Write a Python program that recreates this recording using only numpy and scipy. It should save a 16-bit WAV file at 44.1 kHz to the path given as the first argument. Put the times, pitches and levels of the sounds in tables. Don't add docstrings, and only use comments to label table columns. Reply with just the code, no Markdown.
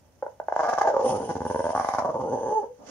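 import sys
import numpy as np
from scipy import signal
from scipy.fft import rfft, irfft
from scipy.io import wavfile
from scipy.ndimage import uniform_filter1d

SR = 44100
rng = np.random.default_rng(int(sys.argv[2]) if len(sys.argv) > 2 else 0)


def output_pcm(signal):
    pcm = np.clip(np.atleast_2d(signal).T, -1, 1) * 32767
    wavfile.write(sys.argv[1], SR, np.round(pcm).astype(np.int16))


N = 127890
T = np.arange(N) / SR
HZ = np.fft.rfftfreq(N, 1 / SR)


def amp(db):
    return 10 ** (np.asarray(db) / 20)


def unit_rms(x):
    return x / np.sqrt(np.mean(x ** 2) + 1e-20)


def curve(rows, column=1):
    rows = np.array(rows)
    return np.interp(T, rows[:, 0], rows[:, column])


def spectrum(points):
    hz, value = np.transpose(points)
    return np.interp(np.log(HZ + 1), np.log(hz + 1), value)


def pan(db):
    gains = np.array([amp(db / 2), amp(-db / 2)]).reshape(2, -1)
    return gains / gains.mean(0)


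def wander(hz):
    return unit_rms(irfft(rfft(rng.standard_normal(N)) * np.exp(-(HZ / hz) ** 2), N))


def resonate(x, hz, width_hz):
    turn = np.exp(2j * np.pi * np.cumsum(hz * np.ones(N)) / SR)
    pole = np.exp(-np.pi * width_hz / SR)
    return 2 * (turn * signal.lfilter([1 - pole], [1, -pole], x / turn + 1e-18)).real


def cut(x, hz, kind, order=2):
    return signal.sosfilt(signal.butter(order, hz, kind, fs=SR, output="sos"), x)


# (frequency [Hz], correlation [ratio])
STEREO_LIKENESS = [(50,0.82),(500,0.69),(1500,0.26),(4000,0.31),(12000,0.088)]

def noise(colour):
    left, other = rfft(rng.standard_normal((2, N)))
    alike = spectrum(STEREO_LIKENESS)
    right = alike * left + np.sqrt(1 - alike ** 2) * other
    return unit_rms(irfft(np.array([left, right]) * amp(spectrum(colour)), N))


# (frequency [Hz], gain [dB])
ROOM_TONE_COLOUR = [(25,-44),(55,-13.5),(84,-6),(120,-12.5),(1000,-29.5),(6000,-46.5),(7800,-43)]

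def room_tone(level_db=-61.5):
    return amp(level_db) * noise(ROOM_TONE_COLOUR)


# (delay [s], left gain [ratio], right gain [ratio])
REFLECTIONS = [(.0034,0.028,0.6),(0.0151,0.11,0.35)]

def room(x, tail_db=-7, t60_s=0.24, onset_s=0.01, bass_edge_hz=283):
    t = T[:SR // 2]
    tail = rng.standard_normal((2, len(t))) * amp(-60 * t / t60_s) * (t > onset_s)
    tail = tail + 0.21 * tail[::-1]
    tail *= amp(tail_db) / np.linalg.norm(tail[0])
    for delay, left, right in REFLECTIONS:
        tail[:, round(delay * SR)] += left, right
    wet = signal.fftconvolve(x, tail, axes=1)[:, :N]
    return x + irfft(rfft(wet) * HZ ** 2 / (HZ ** 2 + bass_edge_hz ** 2), N)


# (time [s], level [dB])
PUFF_ENVELOPE = [(2.76,-70),(2.81,-45),(2.85,-50.5),(2.9,-45.5)]
# (frequency [Hz], gain [dB])
PUFF_COLOUR = [(110,-24),(240,2.5),(340,-10.5),(550,1),(950,-9.5),(1170,-16.5),(4000,-73.5)]

def puff():
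    return noise(PUFF_COLOUR) * amp(curve(PUFF_ENVELOPE))


# (time [s], level [dB])
WHISTLE_ENVELOPE = [(1.01,-87),(1.05,-50),(1.09,-45.5),(1.16,-57.5),(1.3,-58),(1.39,-73),(1.47,-58.5),(1.78,-59),(2.12,-74),(2.38,-64.5),(2.58,-64),(2.67,-85)]
# (frequency [Hz], width [Hz], gain in first snore [dB], gain in second [dB])
NOSTRIL_MODES = [(3010,640,-6.5,-5),(4740,190,-15.5,-7.5),(5490,410,-6,-13),(6320,420,-6,6),(9000,470,-2.5,-5),(9680,350,-2.5,-11)]

def whistle(second_snore_s=1.9, shift_s=0.35):
    second = np.clip((T - second_snore_s) / shift_s, 0, 1)
    out = np.zeros((2, N))
    for hz, width, first_db, second_db in NOSTRIL_MODES:
        centre = hz * (1 + 0.005 * wander(6))
        band = resonate(rng.standard_normal(N), centre, width)
        tone = unit_rms(resonate(band, centre, width))
        sides = pan(np.interp(hz, HZ, spectrum(NOSE_PAN)))
        out += sides * tone * amp(first_db + second * (second_db - first_db))
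    return out * amp(curve(WHISTLE_ENVELOPE) + 2.3 * wander(60))


# (time [s], level [dB])
HISS_ENVELOPE = [(.45,-73.5),(.6,-56),(.98,-59),(1.08,-53.5),(1.38,-60),(1.72,-59.5),(1.76,-56.5),(2.12,-65),(2.58,-66),(2.7,-74.5),(2.83,-69),(2.89,-47.5)]
# (frequency [Hz], gain [dB])
HISS_COLOUR = [(1900,-4),(2400,-10),(3100,-7),(3900,-14),(5700,-2),(6800,-4),(7800,-22),(9500,-18.5),(11500,-55.5)]
# (frequency [Hz], gain [dB])
RUSH_COLOUR = [(900,-29),(1650,2.5),(2200,0.5),(2800,-23),(6000,-4.5),(7900,-25),(10000,-19),(15000,-38.5)]
# (frequency [Hz], left over right [dB])
NOSE_PAN = [(2000,-3),(6800,-9.5),(8800,18),(13000,12)]

def nose(hits, spurt_s=0.006, spurt_db=16.5, rush_db=-16, rush_db_per_hz=0.25):
    spurts = signal.lfilter([1], [1, -np.exp(-1 / (spurt_s * SR))], hits)
    pulsing = np.exp(0.28 * wander(62)) * (1 + amp(spurt_db) * uniform_filter1d(spurts, size=130))
    narrowing_db = rush_db_per_hz * (curve(THROAT_MODES) - WIDE_HZ)
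    hiss = noise(HISS_COLOUR) * amp(curve(HISS_ENVELOPE))
    rush = noise(RUSH_COLOUR) * amp(rush_db + curve(RATTLE_ENVELOPE) + narrowing_db)
    return irfft(rfft((hiss + rush) * pulsing) * pan(spectrum(NOSE_PAN)), N)


# (time [s], pitch [Hz], level [dB])
SQUEAK_PATH = [(2.47,410,-48),(2.515,420,-28),(2.55,441,-25),(2.58,434,-19.5),(2.595,420,-24),(2.607,385,-38),(2.645,430,-39),(2.67,470,-52),(2.712,497,-34),(2.745,500,-58)]

def squeak(harmonics_db=(0, -0.5, -29.5, -41), pure_from_s=2.68):
    phase = 2 * np.pi * np.cumsum(curve(SQUEAK_PATH) * (1 + 0.0036 * wander(100))) / SR
    bright = np.clip((pure_from_s - T) / 0.016, 0, 1)
    tone = sum(amp(db) * np.sin((k + 1) * phase) * bright ** k for k, db in enumerate(harmonics_db))
    sounding = (T > SQUEAK_PATH[0][0]) * (T < SQUEAK_PATH[-1][0])
    return tone * amp(curve(SQUEAK_PATH, column=2)) * sounding


# (time [s], gain [dB])
CHEST_DRIVE = [(.25,-53),(.6,-27),(.9,-26),(1.12,-7),(1.4,-3.5),(1.62,-13),(1.9,-18.5),(2.3,-4),(2.6,-16.5)]
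# (frequency [Hz], gain [dB])
CHEST_COLOUR = [(30,-29.5),(55,-12),(80,0),(195,-3.5),(245,4),(330,-11.5),(900,-50.5)]

def chest(drive):
    cepstrum = irfft(np.log(amp(spectrum(CHEST_COLOUR))), N)
    causal = cepstrum * (1 + np.sign(np.fft.fftfreq(N)))
    ring = irfft(np.exp(rfft(causal)), N)[:SR // 10]
    thud = signal.fftconvolve(drive * amp(curve(CHEST_DRIVE)), ring)[:N]
    return cut(thud, 4000, "low")


# (time [s], first [Hz], second [Hz])
THROAT_MODES = [(.25,543,864),(.53,722,805),(.68,751,1220),(.81,779,1066),(.88,638,825),(.93,538,910),(1.02,523,813),
                (1.35,437,773),(1.58,511,937),(1.72,660,923),(1.76,792,1104),(2,780,1000),(2.1,577,980),(2.22,483,805),(2.65,468,878)]
# (time [s], frequency [Hz], gain [dB])
THIRD_MODE = [(.25,1430,-18),(.5,1562,-14.5),(.88,1606,-17.5),(.96,1136,-12),(1.11,1060,-15),(1.24,1530,-17.5),(1.93,1573,-20),(2.06,1160,-13.5),(2.22,1030,-17.5),(2.34,1600,-20)]
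NARROW_HZ, WIDE_HZ = 473.6, 811.6

def throat(drive):
    first, second, third = curve(THROAT_MODES), curve(THROAT_MODES, column=2), curve(THIRD_MODE)
    opening = np.clip((first - NARROW_HZ) / (WIDE_HZ - NARROW_HZ), 0, 1)
    narrow = resonate(drive, first, width_hz=100) + amp(-3) * resonate(drive, second, width_hz=126)
    wide = resonate(drive, first, width_hz=138) + amp(-3) * resonate(drive, second, width_hz=138)
    ring = np.sqrt(1 - opening) * cut(narrow, 1025, "low", order=7)
    ring += np.sqrt(opening) * amp(-1.5) * cut(wide, 1167, "low", order=5)
    for hz, db in (third, 0), (third * 1.246, -16.5):
        band = resonate(drive, hz, width_hz=240)
        ring += amp(db + curve(THIRD_MODE, column=2)) * resonate(band, hz, width_hz=240)
    return cut(cut(ring, 2200, "low", order=8), 390, "high", order=4)


# (time [s], relative level [dB])
RATTLE_ENVELOPE = [(.54,-69),(.59,-35),(.67,-22.5),(.78,-33),(.9,-27.5),(1.05,-24.5),(1.25,-31.5),(1.38,-45.5),(1.62,-41),(1.82,-30.5),(2.12,-30.5),(2.52,-25),(2.57,-52),(2.64,-28.5),(2.68,-73)]

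def rattle(flutter_hz=127.2, jitter=0.3, swing_db=3, gain_db=17.5):
    cycles = np.cumsum(flutter_hz * np.exp(jitter * wander(90))) / SR
    beats = np.diff(np.floor(cycles), prepend=0) * amp(swing_db * wander(74))
    puffs = np.exp(-(cycles % 1) / 0.2) * rng.standard_normal(N)
    air = unit_rms(unit_rms(beats) + 0.43 * unit_rms(puffs)) * amp(curve(RATTLE_ENVELOPE) + gain_db)
    dull = resonate(air, 0.63 * curve(THROAT_MODES, column=2), width_hz=465)
    return dull + 0.17 * air


# (time [s], relative level [dB])
SINGLE_SLAPS = [(.2638,-17),(.3992,-16.5),(.4834,-11.5),(.5228,-10),(.5621,-7),(.729,-13),(.7345,-5.5),(.7775,-11),(.7835,-5.5),(.884,-8),(.9647,-6.5),(1.776,-9.5),(1.7968,-7),(1.8085,-12),(1.8458,-9),(1.887,-7.5),(1.937,-11),(1.947,-10.5),(1.9838,-8),(1.992,-13),(2.021,-14)]
# (time [s], relative level of first slap [dB], length [s], slap spacing [s])
SLAP_BOUTS = [(.224,-16,.005,0.0038),(0.592,-9,.016,0.0063),(0.633,-11.5,.022,0.0066),(.683,-11,.014,0.0042),(0.8113,-6.5,.006,0.0024),(0.8483,-11.5,.009,0.0064),(.8715,-8.5,.007,0.0025),
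              (0.89,-15.5,.013,0.0058),(.941,-13.5,.007,0.00494),(.991,-19.5,.022,.0055),(1.057,-15.5,.009,.0038),(1.092,-14,.02,0.0078),(1.14,-21.5,.035,0.0097),(1.206,-20.5,.024,0.011),(1.291,-15.5,.02,0.0061),
              (1.353,-15.5,.018,0.011),(1.404,-15.5,.018,0.012),(1.451,-13.5,.018,.012),(1.499,-12,.018,.01),(1.545,-10,.018,0.013),(1.5917,-10.5,.018,0.011),(1.641,-11.5,.029,0.012),
              (1.691,-12,.018,0.012),(1.7497,-9,.016,0.011),(2.047,-12.5,.013,0.0053),(2.089,-15,.016,0.0063),(2.143,-19,.014,0.0061),(2.198,-18,.016,0.0076)]

def slaps(swell_db_per_slap=0.55):
    hits = np.zeros(N)
    for start, db in SINGLE_SLAPS:
        hits[round(start * SR)] += amp(db)
    for start, db, length, gap in SLAP_BOUTS:
        k = np.arange(int(length / gap) + 1)
        hits[np.round((start + k * gap) * SR).astype(int)] += amp(db + k * swell_db_per_slap)
    return hits


def snore(hits, slap_db=32):
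    drive = hits * amp(slap_db) + rattle()
    return cut(throat(drive) + chest(drive), 40, "high")


def scene(right_lag_s=0.0001):
    hits = slaps()
    left, right = snore(hits) + squeak() + nose(hits) + whistle() + puff()
    late_right = np.pad(right, (round(right_lag_s * SR), 0))[:N]
    return room(np.array([left, late_right])) + room_tone()


def record(dry):
    band_limit = signal.firwin(511, 15700, window=("kaiser", 9), fs=SR)
    return signal.oaconvolve(dry, band_limit[None], "same")


dry = scene()
out = record(dry)
output_pcm(out)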